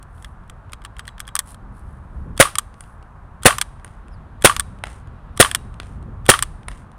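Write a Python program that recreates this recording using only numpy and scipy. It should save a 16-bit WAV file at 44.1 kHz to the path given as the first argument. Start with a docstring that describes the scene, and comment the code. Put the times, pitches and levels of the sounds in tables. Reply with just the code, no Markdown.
"""Close to the microphone, a lever clicks as a CO2 paintball gun is readied, over wind and far traffic.
Then five shots cross a car park to a board by a fence. Each is a trigger tick, a valve leak and a blast
of gas that overloads the input; the bolt knocks, the action resets with two clicks, and far off the
ball splats. Distant walls return faint ticks, and a small bird calls once."""
import sys
import numpy as np
from scipy import signal
from scipy.fft import rfft, irfft
from scipy.io import wavfile
from scipy.ndimage import uniform_filter1d

SR = 44100
rng = np.random.default_rng(int(sys.argv[2]) if len(sys.argv) > 2 else 0)


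def wav_out(sig):
    """Save sig, one row per channel (or a flat mono array), as 16-bit PCM at SR to the path in sys.argv[1]."""
    wavfile.write(sys.argv[1], SR, np.round(np.clip(np.atleast_2d(sig).T, -1, 1) * 32767).astype(np.int16))


N = 307818

# Levels in the tables are relative: each layer adds its own gain.
# Spectra of the place. Each row: frequency in Hz, level in dB.
WIND_SPECTRUM = [(8.8, -42.5), (15, -4), (38, 5.5), (81, 3), (210, -10.5), (309, -21), (506, -28),
                 (600, -30), (780, -52.5), (1320, -120)]
GUST_SPECTRUM = [(60, -11), (160, 3.5), (260, -4), (450, -14), (900, -35), (2000, -72)]
TRAFFIC_SPECTRUM = [(100, -4), (400, -3), (700, 2.5), (1100, 5.5), (1600, -1.5), (2200, -14.5), (3200, -24),
                    (5000, -32), (7500, -32.5), (9500, -28.5), (11500, -39.5), (15500, -46), (17000, -58)]
TYRE_SPECTRUM = [(1200, -20.5), (2500, 1), (3800, -4.5), (4600, -11.5), (7000, -26), (12000, -44)]
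SPLAT_SPECTRUM = [(150, -9), (450, -3), (900, -2), (1600, 1), (3000, -6), (4200, -13.5), (7000, -18.5),
                  (9300, -1.5), (11000, -21.5), (16000, -40)]
SPRAY_SPECTRUM = [(400, 4.5), (1500, 1), (3000, -2.5), (4500, -10), (7500, -10), (9500, -2.5), (11000, -22),
                  (13000, -24), (16000, -42)]
# Spectra of cloth, clicks and gas at the gun. Each row: frequency in Hz, level in dB.
CLOTH_SPECTRUM = [(1000, -12), (3000, -11), (7000, -13.5), (8800, -2.5), (9900, 0), (11500, -11.5),
                  (15500, -25.5), (17000, -45.5)]
CLICK_SPECTRUM = [(200, -35.5), (600, -21), (900, -11.5), (1170, 4), (1420, -3), (1750, -0.5), (2300, -8),
                  (2750, -8.5), (3350, -0.5), (3800, -10), (4400, -12), (5400, -12.5), (6800, -13.5),
                  (8800, -3), (10600, -13), (15500, -28), (17000, -59.5)]
JET_SPECTRUM = [(60, -18), (300, -5.5), (900, -4.5), (1600, 1.5), (2300, -2.5), (3200, -2.5), (4500, -10),
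                (7200, -11), (8400, -3), (9300, 2.5), (10000, -1), (10900, -15.5), (14000, -19.5),
                (17000, -36.5)]
NEAR_SCATTER_SPECTRUM = [(60, -3.5), (200, -17.5), (400, -8), (700, -3), (1300, 3.5), (2200, -4),
                         (3200, -5), (4500, -9), (7200, -11), (9400, -1), (11000, -12), (15500, -27),
                         (16500, -58)]  # the jet off the nearby surroundings
FAR_SCATTER_SPECTRUM = [(100, -7.5), (600, -3), (1200, 0), (2200, -7), (4000, -11.5), (7000, -15.5),
                        (9400, -4), (10800, -20), (13000, -37.5), (16000, -49.5)]  # the jet back from fence and trees
# Wind at the microphone and tyre hiss from the far road. Each row: time in seconds, level in dB.
WIND_LEVELS = [(0.0, -41), (1.48, -42), (1.65, -39), (2.39, -36), (2.55, -41), (3.05, -43), (3.62, -40),
               (4.24, -42), (4.61, -35), (4.84, -39), (6.36, -34), (6.98, -43)]
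TYRE_LEVELS = [(0, -76), (1.1, -71), (1.6, -75), (3, -78), (3.8, -69), (5.3, -65.5), (6.1, -71),
               (6.98, -71)]
# Gusts on the microphone; sleeve and hands on the gun.
# Each row: centre in seconds, level in dB, half length in seconds.
GUST_SWELLS = [(1.7, -48, .1), (2.15, -49, .029), (2.29, -38, .04), (4.05, -48, .04), (4.25, -48, .06),
               (4.72, -44, .04), (5.08, -49, .06), (5.61, -41, .045), (5.93, -44, .05), (6.07, -39.5, .05),
               (6.82, -47, .06)]
CLOTH_SWELLS = [(.22, -62.5, 0.065), (1.075, -66, 0.025), (1.44, -70, .04), (1.499, -47.5, 0.025),
                (1.778, -62, 0.026), (1.903, -70, .06), (2.17, -76.5, .12), (2.859, -64, 0.066)]
# The car park's reverberation. Each row: frequency in Hz, seconds to fall 60 dB.
CAR_PARK_DECAY = [(100, .35), (500, .4), (1200, 0.5), (3500, 0.26), (9500, 0.17), (15000, 0.33)]
# The bird's falling note. Each row: time in seconds, pitch in Hz, level in dB.
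BIRD_NOTE = [(4.107, 5450, -80), (4.125, 5264, -65), (4.143, 4850, -58), (4.160, 4310, -74.5),
             (4.190, 3536, -79.5)]
# Balls bursting on the far board. Each row: start in seconds, then level, treble and spray in dB.
BOARD_HITS = [(2.807, -17.5, 0, -77), (3.846, -16, -3.5, -64), (4.838, -4, -21.5, -50.5),
              (5.8, -9.5, -25.5, -56.5), (6.6835, -8.5, -18.5, -54.5)]
# What rings in the gun. Each row: frequency in Hz, level in dB, seconds to fall 60 dB.
METAL_MODES = [(1150, 2.5, 0.083), (2350, -19, .1), (2850, -21.5, .16), (3330, -7.5, 0.066),
               (3850, -25.5, .26), (4900, -23.5, .12), (6370, -25, .14), (7720, -20, 0.16),
               (8600, -21, .09)]  # thin metal parts
SPRING_MODES = [(2665, -3, .32), (3838, 0, .46), (6315, -7, .4), (8355, -4, .34), (8640, -9, .6)]  # the sear's spring
FRAME_MODES = [(746, -13, 0.01), (1168, -1, 0.036), (1310, -7.5, 0.013), (1390, -5.5, 0.015),
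               (1820, -6, 0.013), (2638, -11.5, .016), (3058, -7.5, 0.018)]  # the frame under the bolt
BARREL_MODES = [(115, 4, 0.017), (242, -2.5, 0.016), (376, 7.5, 0.027), (498, 7, 0.033), (551, 6.5, .026),
                (717.7, 5, .035), (1484, -2, 0.044), (1870, -0.5, 0.046)]  # air in the barrel
# Lever strokes. Each row: time of the snap in seconds; level, treble and ring in dB;
# contact decay and travel in seconds; slack tick, catch tick and rebound in dB.
LEVER_STROKES = [(.027, -33, 5, -25, .0014, .02, -60, -60, -60),
                 (.245, -23, -20, -21, .0025, .066, -45, -33, -42),
                 (.497, -26, -7, -24, .0015, .061, -50, -50, -52),
                 (.732, -18.5, -15, -18, .0016, .037, -39, -32, -40),
                 (.849, -20, -15.5, -18, .0007, .031, -35, -42, -32),
                 (.993, -16.5, -13.5, -18, .0025, .027, -30, -35, -37),
                 (1.078, -18.5, -17, -15, .0009, .025, -35, -35, -28),
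                 (1.202, -14, -1.5, -20, .001, .022, -28, -32, -40),
                 (1.277, -22.5, -8, -11, .0021, .025, -39, -37, -24),
                 (1.353, -2.5, 4, -30, .0008, .01, -60, -55, -10),
                 (1.39, -3.5, 4, -32, .0025, .01, -60, -55, -22),
                 (1.544, -29.5, -6, -22, .0021, .02, -60, -60, -55)]
# Gas flow, starting with the valve's leak. Each row: seconds from the blast, level in dB.
JET_LEVELS = [(-.0075, -59.5), (-.006, -21), (-.003, -23), (0, -14), (.001, -0.5), (.006, 0.5),
              (0.014, 3.5), (.015, -7), (.02, -11), (.032, -25), (.06, -34), (.12, -67.5)]
# The shots. Each row: start in seconds, level in dB, barrel hoot in dB, its rise in Hz, its length in
# seconds; bolt return delay and first bounce gap in seconds, bolt level in dB; trigger lead, release
# delay and latch delay after the release in seconds; latch level and treble in dB.
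FIRINGS = [(2.4, -2, -13.5, 136, .037, .0531, .018, -11.5, .024, .154, .030, 0, 5.5),
           (3.4558, -.5, -17.5, 384, .052, .0506, .019, -7.5, .0228, .1272, .030, -1.5, -4),
           (4.4462, -1, -18.5, 303, .022, .0497, .016, -4.5, .0242, .1178, .032, -.5, -1),
           (5.4001, -1, -29, 294, .026, .0469, .0115, -7, .026, .1129, .035, 0, -2.5),
           (6.29, -1, -28, 650, .027, .0474, .009, -2.5, .027, .100, .034, -.5, -3)]
# Clicks of every shot. Each holds: level, treble and ring in dB, contact decay in seconds.
TRIGGER_CLICK = (-16.5, -6, -22, .0016)
RELEASE_CLICK = (-8, -9.5, -27, .0013)
SETTLE_CLICK = (-14.5, -7, -29, .0018)
# Two distant walls. Each row: echo delay in seconds, level in dB.
WALL_ECHOES = [(.3415, -42), (.6267, -44)]


def amp(db):
    """Decibels to gain."""
    return 10 ** (np.asarray(db) / 20)


def unit(x):
    """Scales to rms 1."""
    return x / np.sqrt(np.mean(x ** 2) + 1e-20)


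def crest(x):
    """Scales a hit so that its loudest moment has rms 1."""
    return x / np.sqrt(uniform_filter1d(x ** 2, size=66).max())


def read(points, hz):
    """Reads a curve on a log-frequency axis."""
    f, value = np.transpose(points)
    return np.interp(np.log(hz + 1), np.log(f + 1), value)


def clock(count):
    """Times of count samples."""
    return np.arange(count) / SR


def add(mix, s, sound):
    """Mixes a sound in at s seconds."""
    part = mix[max(round(s * SR), 0):][:len(sound)]
    part += sound[:len(part)]


def noise(spectrum, count):
    """Coloured noise of rms 1."""
    gain = amp(read(spectrum, np.fft.rfftfreq(count, 1 / SR)))
    return unit(irfft(rfft(rng.standard_normal(count)) * gain, count))


def wander(count, size):
    """Random drift of rms 1, smoothed over size samples."""
    return unit(uniform_filter1d(rng.standard_normal(count), size))


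def swells(rows):
    """An envelope of bell-shaped rises and falls."""
    t = clock(N)
    return sum(amp(db) * np.exp(-((t - s) / half) ** 2 / 2) for s, db, half in rows)


def colour(x, spectrum, treble_db, size=4096):
    """Causal filter: a body's response, its top tilted by a share of treble_db."""
    hz = abs(np.fft.fftfreq(size, 1 / SR))
    treble_share = read([(3500, .057), (7500, .69)], hz)
    log_gain = np.log(amp(read(spectrum, hz) + treble_db * treble_share))
    response = np.fft.ifft(np.exp(np.conj(signal.hilbert(log_gain)))).real  # minimum phase
    return signal.fftconvolve(x, response[:size // 2])[:len(x)]


def ring(modes, t, spread, uneven_db):
    """Damped modes, slightly different in pitch and strength at each blow."""
    chance = rng.standard_normal((len(modes), 2))
    return sum(amp(db + uneven_db * force - 60 * t / t60)
               * np.sin(2 * np.pi * hz * (1 + spread * detune) * t)
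               for (hz, db, t60), (force, detune) in zip(modes, chance))


def contact(t, rise_s, fall_s, rattle_db, rattle_t60):
    """Force of a rough contact: a short burst and a weaker rattle after it."""
    attack = 1 - np.exp(-(t / rise_s) ** 2)
    decay = np.exp(-t / fall_s) + amp(rattle_db - 60 * t / rattle_t60)
    return rng.standard_normal(len(t)) * attack * decay


def wind():
    """Wind buffets the microphone: a lumpy rumble that brightens in gusts."""
    level_db = np.interp(clock(N), *np.transpose(WIND_LEVELS)) + 1.3
    lumps = amp(1.2 * wander(N, size=3000))
    breeze = amp(level_db) * noise(WIND_SPECTRUM, N)
    gusts = swells(GUST_SWELLS) * noise(GUST_SPECTRUM, N)
    return lumps * (breeze + gusts)


def traffic():
    """The far road: a steady wash, with tyre hiss that comes and goes."""
    tyres_db = np.interp(clock(N), *np.transpose(TYRE_LEVELS)) - 3.5
    return amp(-50.2) * noise(TRAFFIC_SPECTRUM, N) + amp(tyres_db) * noise(TYRE_SPECTRUM, N)


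def car_park(x):
    """Fence, trees and ground scatter a sound into a short tail."""
    hz, t, bands = signal.stft(rng.standard_normal(SR // 2), SR, nperseg=256)
    decay = amp(-60 * t / read(CAR_PARK_DECAY, hz)[:, None])
    onset = 1 - np.exp(-t / .0063)
    _, tail = signal.istft(bands * decay * onset, SR, nperseg=256)
    return signal.fftconvolve(x, tail / np.linalg.norm(tail))[:N]


def bird():
    """Some way off, a thin, wavering, falling whistle with its octave."""
    s, hz, db = np.transpose(BIRD_NOTE)
    t = np.arange(s[0], s[-1], 1 / SR)
    pitch_hz = np.interp(t, s, hz) * (1 + .022 * wander(len(t), size=40))
    phase = 2 * np.pi * np.cumsum(pitch_hz) / SR
    out = np.zeros(N)
    add(out, s[0], amp(np.interp(t, s, db)) * (np.sin(phase) + amp(-7.5) * np.sin(2 * phase)))
    return out


def far_tick(db):
    """A sharp contact, faint with distance."""
    force = contact(clock(4096), rise_s=.00031, fall_s=.0013, rattle_db=-21.5, rattle_t60=.03)
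    return amp(db - 2) * crest(colour(force, SPRAY_SPECTRUM, treble_db=-7))


def wall_echoes():
    """Distant walls return the crack of each shot as small ticks."""
    out = np.zeros(N)
    for s, *_ in FIRINGS:
        for delay_s, db in WALL_ECHOES:
            add(out, s + delay_s, far_tick(db))
    return out


def splats():
    """Across the car park, each ball cracks on the board and sprays droplets into the brush."""
    out, t = np.zeros(N), clock(16000)
    spray_peak_s, drops_per_s = .068, 1600
    age = t / spray_peak_s
    for s, db, treble_db, spray_db in BOARD_HITS:
        force = contact(t, rise_s=.00025, fall_s=.0012, rattle_db=-16.5, rattle_t60=.024)
        crack = crest(colour(force, SPLAT_SPECTRUM, treble_db + 10))
        drops = rng.standard_normal(len(t)) * (rng.random(len(t)) < drops_per_s / SR)
        spray = unit(colour(drops, SPRAY_SPECTRUM, treble_db=5.5)) * age * np.exp((1 - age ** 2) / 2)
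        add(out, s, amp(db - 14) * crack + amp(spray_db) * spray)
        add(out, s + .0315, far_tick(db - 24))  # echo off the bank behind the board
        for after_s in rng.uniform(.012, .07, size=3):  # bits of shell drop, later ones more softly
            add(out, s + after_s, far_tick(db - 29 - 130 * after_s))
    return out


def rustles():
    """Grainy friction up close: cloth slides on the gun, and the trigger scrapes before it breaks."""
    grain = unit(amp(3.5 * wander(N, size=100)))
    lead_s, scrape_db, half_s = .005, -45.5, .0038
    scrapes = [(s - break_s - lead_s, scrape_db, half_s) for s, *_, break_s, _, _, _, _ in FIRINGS]
    cloth = swells(CLOTH_SWELLS) * noise(CLOTH_SPECTRUM, N)
    trigger = swells(scrapes) * noise(CLICK_SPECTRUM, N)
    return grain * (cloth + trigger)


def click(db, treble_db, ring_db=-26, fall_s=.0015):
    """A small metal part snaps against the gun's body; the grip damps its ring more or less."""
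    t = clock(12000)
    force = contact(t, rise_s=.00099, fall_s=fall_s, rattle_db=-23.5, rattle_t60=.035)
    snap = crest(colour(force, CLICK_SPECTRUM, treble_db + 7))
    metal = ring(METAL_MODES, t, spread=.0079, uneven_db=4.5)
    return amp(db - 8.5) * (snap + amp(ring_db) * metal)


def lever():
    """Each stroke of the lever takes up its slack, passes a catch, snaps home and rebounds."""
    out = np.zeros(N)
    for s, db, treble_db, ring_db, fall_s, travel_s, slack_db, catch_db, rebound_db in LEVER_STROKES:
        add(out, s - travel_s, click(slack_db, treble_db=-25))
        add(out, s - .32 * travel_s, click(catch_db, treble_db=-1))
        add(out, s, click(db, treble_db, ring_db, fall_s))
        add(out, s + .0105, click(rebound_db, treble_db - 11, fall_s=fall_s))
    return out


def action():
    """The trigger breaks, then clicks as it is let go; the sear latches and settles, its spring singing."""
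    out = np.zeros(N)
    for s, *_, break_s, release_s, latch_s, latch_db, latch_treble_db in FIRINGS:
        latched = s + release_s + latch_s
        add(out, s - break_s, click(*TRIGGER_CLICK))
        add(out, s + release_s, click(*RELEASE_CLICK))
        add(out, latched, click(latch_db, latch_treble_db, ring_db=-28, fall_s=.0018))
        add(out, latched, amp(-62) * ring(SPRING_MODES, clock(24000), spread=.001, uneven_db=3))
        add(out, latched + .008, click(*SETTLE_CLICK))
    return out


def knock(db, treble_db):
    """The bolt strikes the frame, which rings hollow, with its low end cut away."""
    t = clock(4096)
    no_bass = signal.butter(3, 800, "highpass", fs=SR, output="sos")
    frame = ring(FRAME_MODES, t, spread=.03, uneven_db=4) * (1 - np.exp(-(t / .00096) ** 2))
    body = crest(signal.sosfilt(no_bass, frame))
    force = contact(t, rise_s=.0014, fall_s=.0014, rattle_db=-25.5, rattle_t60=.015)
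    edge = crest(colour(force, CLICK_SPECTRUM, treble_db=-17))
    return amp(db - 5) * (body + amp(treble_db + 3.5) * edge)


def bolt():
    """The bolt hits its rear stop, returns and bounces, each time sooner and softer."""
    out = np.zeros(N)
    rear_stop_s, gap_ratio, loss_db = .0252, .68, 8.5
    for s, _, _, _, _, return_s, gap_s, bolt_db, *_ in FIRINGS:
        add(out, s + rear_stop_s, knock(db=-9.5, treble_db=4.5))
        for bounce in range(3):
            after_s = return_s + gap_s * (1 - gap_ratio ** bounce) / (1 - gap_ratio)
            add(out, s + after_s, knock(bolt_db - bounce * loss_db, treble_db=-13))
    return out


def hoot(rise_hz, length_s, start_hz):
    """Air replaces the heavy CO2 in the barrel, so its hollow tone climbs."""
    progress = np.linspace(0, 1, int(length_s * SR))
    phase = 2 * np.pi * np.cumsum(start_hz + rise_hz * progress ** 3) / SR
    envelope = amp(-5 * progress) * signal.windows.tukey(len(progress), .3)
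    return (np.sin(phase) + np.sin(2 * phase)) * envelope


def blast_wave(t, push_s):
    """A push of pressure, then a longer suction."""
    age = np.maximum(t, 0) / push_s
    return (t > 0) * (1 - age) * np.exp(-age)


def shots():
    """Right by the microphone, gas bursts out: blast wave, ringing barrel, jet and its scatter."""
    out, t = np.zeros(N), clock(24000)
    flow_s, flow_db = np.transpose(JET_LEVELS)
    flow = amp(np.interp(t + flow_s[0], flow_s, flow_db, right=-200))
    direct = amp(10.5) * blast_wave(t, push_s=.0012)
    off_asphalt = amp(10) * blast_wave(t - .0075, push_s=.0016)
    for s, db, hoot_db, rise_hz, hoot_s, *_ in FIRINGS:
        barrel = ring(BARREL_MODES, t, spread=.034, uneven_db=1)
        add(out, s, -amp(db) * (direct + off_asphalt + barrel))
        add(out, s, amp(hoot_db) * hoot(rise_hz, hoot_s, start_hz=516))
        add(out, s + flow_s[0], amp(db) * flow * noise(JET_SPECTRUM, len(t)))
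        near = amp(-12 - 60 * t / .27 - (t / .055) ** 2) * noise(NEAR_SCATTER_SPECTRUM, len(t))
        far = amp(-34 - 60 * t / .6) * noise(FAR_SCATTER_SPECTRUM, len(t))
        add(out, s, amp(db) * (near + far) * (1 - np.exp(-t / .012)))
    return out


def scene():
    """One microphone beside the gun; the board, the walls and the bird farther off."""
    close = lever() + action() + bolt()
    far = splats() + wall_echoes() + bird()
    blasts = shots()
    scatter = car_park(amp(-36) * close + amp(-14) * far)
    return (blasts + close + far + scatter + rustles() + wind() + traffic())[None]


def record(dry):
    """The microphone's input stage clips on every blast, and the band ends at 16 kHz."""
    clipped = np.clip(dry, -1, 1)
    lowpass = signal.firwin(255, 16000, window=("kaiser", 7), fs=SR)
    return signal.oaconvolve(clipped, lowpass[None], "same")


dry = scene()
out = record(dry)
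wav_out(out)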